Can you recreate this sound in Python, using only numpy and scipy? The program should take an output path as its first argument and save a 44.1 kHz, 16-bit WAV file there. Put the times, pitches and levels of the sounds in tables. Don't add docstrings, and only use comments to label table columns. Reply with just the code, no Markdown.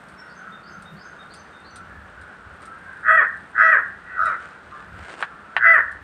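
import sys
import numpy as np
from scipy import signal
from scipy.fft import rfft, irfft, next_fast_len
from scipy.io import wavfile
from scipy.ndimage import uniform_filter1d, minimum_filter1d, map_coordinates

SR = 44100
rng = np.random.default_rng(int(sys.argv[2]) if len(sys.argv) > 2 else 0)


def transcribe(signal):
    frames = np.atleast_2d(signal).T
    limited = np.clip(frames, -1, 1)
    pcm = np.round(limited * 32767).astype(np.int16)
    wavfile.write(sys.argv[1], SR, pcm)


N = 265923
TIME = np.arange(N) / SR

# (frequency [Hz], gain [dB])
TICK_EQ = [(1000, -15.5), (4000, 3), (6500, -8), (9000, 7), (10000, -11), (11500, -16.5), (13000, -32),
           (15000, -42)]


def near_crow(beak_width_hz=160, croak_db=-18.0, wander=0.0045):
    # (start [s], hold [s], fall [s], attack [s], level [dB], top pitch [Hz], end pitch [Hz],
    #   rattle length [s], rattle rate [Hz], roughness once clear [0-1], upper harmonics in the hold [dB],
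    #   upper harmonics in the swell [dB], throat resonance [Hz], its width [Hz], beak resonance [Hz],
    #   its boost [dB], bright edge [Hz], its level [dB])
    caws = [ (3.028, 0.14, 0.094, 0.066, -10, 642.7, 373.2, .075, 110, .18, 0, 13, 1616, 520, 3300, 5.5, 7800, -49.5),
            (3.541, 0.17, 0.1, 0.066, -10, 652.2, 325.3, 0.085, 111, 0.28, 4.5, 13.5, 1691, 520, 3960, 13.5, 5300, -46),
            (4.158, .096, .106, 0.043, -16.5, 656.7, 455.3, 0.11, 92.5, 0.48, -28, -3, 1337, 160, 3850, 33, 5600, -42),
            (5.58, .15, .087, 0.086, -9, 667.7, 395.6, 0.071, 114, 0.17, 12, 10.5, 1669, 534, 4640, 19, 8100, -50)]
    # (frequency [Hz], gain [dB])
    throat_eq = [(200, -43), (330, -27), (480, -25.5), (650, -13), (900, -22), (1100, -8), (1300, 2),
                 (1980, -3.5), (2200, -17.5), (2700, -31.5), (3400, -41.5), (3800, -57.5), (6700, -79),
                 (13000, -79)]
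    scoop_hz, scoop_s, sag_curve = 29.8, 0.03653, 1.3
    onset_db, attack_curve, fade_db = -27.5, 1.8, -10.5
    dip_db, dip_s, swell_db = -10, 0.0048, 2.5
    full_rough, closed_db, rasp_db = .9, -3.5, -2
    out = np.zeros(N)
    for (start, hold, fall, attack, db, top_hz, end_hz, rattle_s, rattle_hz, clear_rough, hold_upper_db,
         swell_upper_db, throat_hz, width_hz, beak_hz, boost_db, edge_hz, edge_db) in caws:
        t = np.arange(0, hold + fall, 1 / SR)
        since_hold = t - hold
        attack_left = np.clip(1 - t / attack, 0, 1)
        falling = np.clip(since_hold / fall, 0, 1)
        swell = bump(since_hold - .014, width_s=.018)
        pitch = top_hz - scoop_hz * np.exp(-t / scoop_s) - (top_hz - end_hz) * falling ** sag_curve
        pitch *= 1 + wander * drift(35.85, len(t))
        level_db = db + onset_db * attack_left ** attack_curve + fade_db * falling
        level_db += dip_db * bump(since_hold, dip_s) + swell_db * swell
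        rattling = step(rattle_s - t, width_s=0.0078)
        broken = step(since_hold - .041, width_s=0.0054)
        rough = clear_rough + (full_rough - clear_rough) * (rattling + broken)
        upper_db = hold_upper_db + (swell_upper_db - hold_upper_db) * swell
        upper_db += (closed_db - hold_upper_db) * broken
        voice = colour(syrinx(pitch, rough, upper_db, rattle_hz, throat_hz, width_hz), throat_eq)
        voice += from_db(boost_db) * resonate_twice(voice, beak_hz, beak_width_hz)
        beak_open = (1 - attack_left) ** 2
        voice = beak_open * voice + (1 - beak_open) * resonate(voice, hz=1550, width_hz=290)
        rasp = resonate_twice(voice, hz=2426, width_hz=260)
        voice += from_db(rasp_db) * step(since_hold, dip_s) * rasp
        voice /= np.sqrt(uniform_filter1d(voice ** 2, size=900) + 1e-12)
        voice += from_db(croak_db) * broken * croak(len(t), rattle_hz)
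        voice += from_db(edge_db) * (1 - attack_left) * (1 - broken) * bright_edge(pitch, edge_hz)
        add(out, start, voice * from_db(level_db) * signal.windows.tukey(len(t), .06))
    return out


def syrinx(pitch, rough, upper_db, rattle_hz, throat_hz, width_hz,
           slip=.22, jitter=0.0096, air_db=-28, snap_s=0.0068, thinning_db=9, hoarse_db=4):
    size, rough = len(pitch), np.clip(rough, 0, 1)
    beats = np.cumsum(rattle_hz * (1 + 0.0511 * drift(70.02, size))) / SR
    beat_age = beats % 1
    chance = rng.standard_normal((200, 2))[beats.astype(int)]
    strength = from_db(2 * chance[:, 0])
    gate = uniform_filter1d(1 - rough + rough * rms_one(strength * np.exp(-beat_age)), size=70)
    offset = uniform_filter1d(slip * rough ** 2 * chance[:, 1], size=40)
    phase = 2 * np.pi * (np.cumsum(pitch * (1 + jitter * drift(250.6, size))) / SR + offset)
    hoarse = sum(np.cos(k * phase + .9 * drift(350, size)) for k in range(4, 19))
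    fundamental = from_db(thinning_db * (.5 - rough)) * np.cos(phase)
    tone = fundamental + np.cos(2 * phase) + from_db(upper_db) * np.cos(3 * phase)
    tone += from_db(upper_db / 2 + hoarse_db) * hoarse
    air = from_db(air_db + upper_db / 2) * 20 * rough * rng.standard_normal(size)
    progress = np.minimum(beat_age / rattle_hz / snap_s, 1)
    ring = np.sin(2 * np.pi * snap_s * progress * (throat_hz + width_hz * (1 - progress)))
    snaps = rms_one(strength * np.sin(np.pi * progress) * ring)
    return gate * (tone + air) + rough * np.hypot(1, from_db(upper_db)) * snaps


def croak(size, rattle_hz, unevenness=.12):
    # (frequency [Hz], gain [dB])
    croak_eq = [(150, -20), (350, -2.5), (550, 6.5), (800, -7), (1050, 11), (1500, -23), (3000, -49.5)]
    beats = np.floor(np.cumsum(rattle_hz * (1 + unevenness * drift(70, size))) / SR)
    return rms_one(colour(np.diff(beats, prepend=0), croak_eq))


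def bright_edge(pitch, centre_hz, width_hz=900, focus_db=9, blur=1.7, flicker_db=7.5):
    # (frequency [Hz], gain [dB])
    edge_eq = [(1500, -40.5), (3500, -10.5), (4600, -1), (5800, -1), (6800, -14.5), (7800, -4.5), (9200, 2),
               (10200, -14), (11300, 1), (12200, -24), (15000, -40)]
    size, phase = len(pitch), 2 * np.pi * np.cumsum(pitch) / SR
    harmonics = sum(from_db(flicker_db * drift(18, size)) * np.cos(k * phase + blur * drift(350, size))
                    for k in range(6, 20))
    tone = colour(harmonics, edge_eq)
    return rms_one(tone + from_db(focus_db) * resonate(tone, centre_hz, width_hz))


def knocks():
    # (time [s], level [dB])
    blows = [(5.2262, 12), (5.5661, 18)]
    # (frequency [Hz], gain [dB])
    knock_eq = [(150, -44), (450, -13), (900, -1.5), (1500, 7.5), (2600, -6), (4000, -18), (5500, -40.5),
                (9000, -50.5), (13000, -65.5)]
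    return impacts(blows, knock_eq, crunch_db=-23.0, t60=0.054)


def far_crows(rough=0.41, focus_db=14, flock_calls=30):
    # (start [s], length [s], pitch [Hz], throat resonance [Hz], level [dB])
    answers = [(0.434, 0.065, 658, 1330, -46.5), (.75, 0.063, 690, 1385, -59),
               (1.859, 0.16, 574, 1740, -57.5), (2.586, 0.086, 625, 1263, -50),
               (2.66, 0.071, 666, 1312, -47.5), (2.811, 0.16, 528.5, 1566, -49.5),
               (4.032, 0.15, 652, 1816, -46.5), (4.09, 0.14, 755, 1396, -42),
               (4.702, 0.067, 599.8, 1224, -41.5), (4.71, 0.074, 582, 1644, -56),
               (5.3, 0.041, 594, 1277, -50)]
    flock = rng.uniform([0, .12, 620, 1280, -59], [5.8, .25, 760, 1560, -54], (flock_calls, 5))
    out = np.zeros(N)
    for start, length, pitch_hz, throat_hz, db in [*answers, *flock]:
        progress = np.linspace(0, 1, int(length * SR))
        pitch = pitch_hz * (1 - 0.161 * (progress - .4) ** 2)
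        voice = syrinx(pitch, rough, upper_db=0, rattle_hz=100, throat_hz=throat_hz, width_hz=350)
        # (frequency [Hz], gain [dB])
        distance_eq = [(throat_hz / 2, -24), (throat_hz / 1.3, -focus_db), (throat_hz, 0),
                       (throat_hz * 1.3, -focus_db), (throat_hz * 2, -40), (throat_hz * 5, -80)]
        voice = rms_one(colour(voice, distance_eq))
        add(out, start, from_db(db) * voice * signal.windows.tukey(len(voice), .5))
    return out


def small_bird(flutter_db=3):
    # (start [s], level [dB], pitch scale [ratio], first note [Hz])
    phrases = [(0.161, -69.5, 1.01, 5390), (0.511, -63, 1.01, 3610), (0.846, -63, 1.02, 3620),
               (1.178, -63.5, .99, 3740), (1.521, -64.5, .96, 3825)]
    # (delay [s], length [s], pitch [Hz], slur [Hz], level [dB], waver [share of pitch])
    notes = [(.005, 0.046, 3700, -7, 17, 0.007), (.112, 0.079, 4140, 937, 15, .035),
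             (.178, .06, 6250, -60, 10.5, 0.011)]
    out = np.zeros(N)
    for start, db, pitch_scale, first_hz in phrases:
        for k, (delay, length, hz, slur_hz, note_db, waver) in enumerate(notes):
            size = int(length * SR)
            pitch = pitch_scale * ((hz if k else first_hz) + slur_hz * np.linspace(0, 1, size))
            phase = 2 * np.pi * np.cumsum(pitch * (1 + waver * drift(463, size))) / SR
            gain = from_db(db + note_db + flutter_db * drift(110, size))
            add(out, start + delay, gain * np.sin(phase) * signal.windows.tukey(size, .5))
    return out


def ticks():
    # (time [s], level [dB])
    taps = [(.085, -44), (.822, -41.5), (1.3384, -35.5), (1.7584, -33.5), (2.2129, -45), (2.6189, -44.5),
            (2.6539, -39), (4.2547, -35), (5.2071, -39), (5.6426, -45), (5.9165, -45)]
    return impacts(taps, TICK_EQ, crunch_db=-6.5, t60=0.11)


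def impacts(hits, spectrum, crunch_db, t60):
    out, t = np.zeros(N), np.arange(SR // 8) / SR
    for start, db in hits:
        blow = from_db(crunch_db - 60 * t / t60) * rng.standard_normal(len(t))
        blow[0] = 1
        add(out, start, from_db(db) * blow)
    return colour(out, spectrum)


def rustles(grain_db=4.0):
    # (peak time [s], length [s], level [dB])
    swells = [(2.63, 0.032, -49.5), (4.28, 0.078, -45.5), (4.452, 0.12, -46), (4.77, 0.19, -52.5),
              (5.035, 0.11, -45.5), (5.124, 0.054, -40.5), (5.215, 0.045, -37)]
    # (frequency [Hz], gain [dB])
    rustle_eq = [(100, -52), (300, 3), (800, 3), (1600, 7), (3500, -7), (6000, -17.5), (9000, -15),
                 (10500, -50)]
    envelope = sum(from_db(db) * np.exp(-2 * ((TIME - peak) / length) ** 2)
                   for peak, length, db in swells)
    grains = rng.standard_normal(N) * from_db(grain_db * drift(500, N))
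    return envelope * rms_one(colour(grains, rustle_eq))


def grit(level_db=-73, patchy_db=3.0, grain_db=4):
    grains = rng.standard_normal(N) * from_db(patchy_db * drift(1.7, N) + grain_db * drift(220, N))
    return from_db(level_db) * rms_one(colour(grains, TICK_EQ))


def hush(air_db=-45.5, deep_trim_db=-1, upper_trim_db=-3, lumps_db=2.5):
    # (frequency [Hz], gain [dB])
    air_eq = [(25, -29.5), (65, -20.5), (185, -4), (260, -6.5), (1000, -6), (1450, 1.5), (2200, -14),
              (3700, -23), (5000, -30.5), (6500, -34.5), (9000, -33.5), (10000, -54.5), (15000, -53)]
    deep_eq = [(25, -35.5), (50, -11.5), (72, -3), (100, -5.0), (140, -30.5), (600, -81.5)]
    upper_eq = [(90, -26), (145, -2.5), (195, 1), (260, -15.0), (900, -48.5)]
    # (time [s], level [dB])
    deep_levels = [(0.0, -64), (2.22, -51), (2.35, -60), (2.48, -40), (2.55, -56), (3.27, -55.5),
                   (3.68, -67), (4.05, -52.5), (4.6, -59.5), (5.02, -47), (5.1, -60.5), (6.03, -51.5)]
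    upper_levels = [(0.0, -52), (0.05, -52), (0.89, -50.5), (0.94, -40), (0.99, -52), (4.57, -57.5),
                    (4.97, -51), (5.98, -65), (6.03, -47)]
    air = rms_one(colour(rng.standard_normal(N), air_eq)) * from_db(air_db + .5 * drift(27, N))
    deep = rms_one(colour(rng.standard_normal(N), deep_eq))
    upper = rms_one(colour(rng.standard_normal(N), upper_eq))
    deep *= from_db(deep_trim_db + np.interp(TIME, *np.transpose(deep_levels)))
    upper *= from_db(upper_trim_db + np.interp(TIME, *np.transpose(upper_levels)))
    return air + (deep + upper) * from_db(lumps_db * drift(9.4, N))


def yard(x, wet_db, t60):
    # (delay [s], level [dB])
    echoes = [(.0025, -40), (.0088, -11.5), (0.016, -12), (0.054, -36), (0.147, -36.5)]
    # (frequency [Hz], gain [dB])
    tail_eq = [(100, -2.5), (700, -2.5), (1100, 0.5), (1300, -2), (1700, 8.5), (1950, 0), (2150, -8),
               (2500, -8), (6000, -4.5), (12000, 2.5)]
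    t = np.arange(SR) / SR
    tail = rng.standard_normal(SR) * from_db(-60 * t / t60) * (1 - np.exp(-t / 0.0047))
    response = from_db(wet_db) * rms_one(colour(tail, tail_eq)) / np.sqrt(SR)
    for delay, db in echoes:
        add(response, delay, from_db([db]))
    return x + signal.fftconvolve(x, response)[:N]


def from_db(db):
    return 10 ** (np.asarray(db) / 20)


def rms_one(x):
    return x / np.sqrt(np.mean(x ** 2) + 1e-20)


def drift(rate_hz, size):
    steps = np.arange(size) * rate_hz / SR
    return map_coordinates(rng.standard_normal(4096), [steps + 2], order=3, mode="wrap")


def colour(x, points):
    size = 2 * next_fast_len(len(x) // 2 + 4096)
    hz, db = np.transpose(points)
    bins_hz = np.arange(size // 2 + 1) * SR / size
    log_gain = np.log(from_db(np.interp(np.log(bins_hz + 1), np.log(hz), db)))
    cepstrum = irfft(log_gain)
    cepstrum[1:size // 2] *= 2
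    cepstrum[size // 2 + 1:] = 0
    return irfft(rfft(x, size) * np.exp(rfft(cepstrum)), size)[:len(x)]


def resonate(x, hz, width_hz):
    return signal.lfilter(*signal.iirpeak(hz, hz / width_hz, fs=SR), x)


def resonate_twice(x, hz, width_hz):
    return resonate(resonate(x, hz, width_hz), hz, width_hz)


def step(t, width_s):
    return .5 + .5 * np.tanh(t / (2 * width_s))


def bump(t, width_s):
    return np.exp(-(t / width_s) ** 2)


def add(track, start_s, sound):
    at = max(round(start_s * SR), 0)
    track[at:at + len(sound)] += sound[:N - at]


def scene():
    crow = from_db(-2.5) * yard(near_crow(), wet_db=-6, t60=0.41)
    flock = from_db(-1.0) * yard(far_crows(), wet_db=8.0, t60=0.5)
    bird = from_db(-6.5) * yard(small_bird(), wet_db=6.5, t60=0.5)
    knocking = yard(knocks(), wet_db=-15, t60=.4)
    return (crow + flock + bird + knocking + ticks() + rustles() + grit() + hush())[None]


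def record(dry, ceiling=.86, cutoff_hz=16500):
    gain = minimum_filter1d(np.minimum(1, ceiling / (np.abs(dry) + 1e-9)), size=201)
    limited = dry * uniform_filter1d(gain, size=201)
    return signal.sosfilt(signal.cheby2(12, 70, cutoff_hz, fs=SR, output="sos"), limited)


dry = scene()
out = record(dry)
transcribe(out)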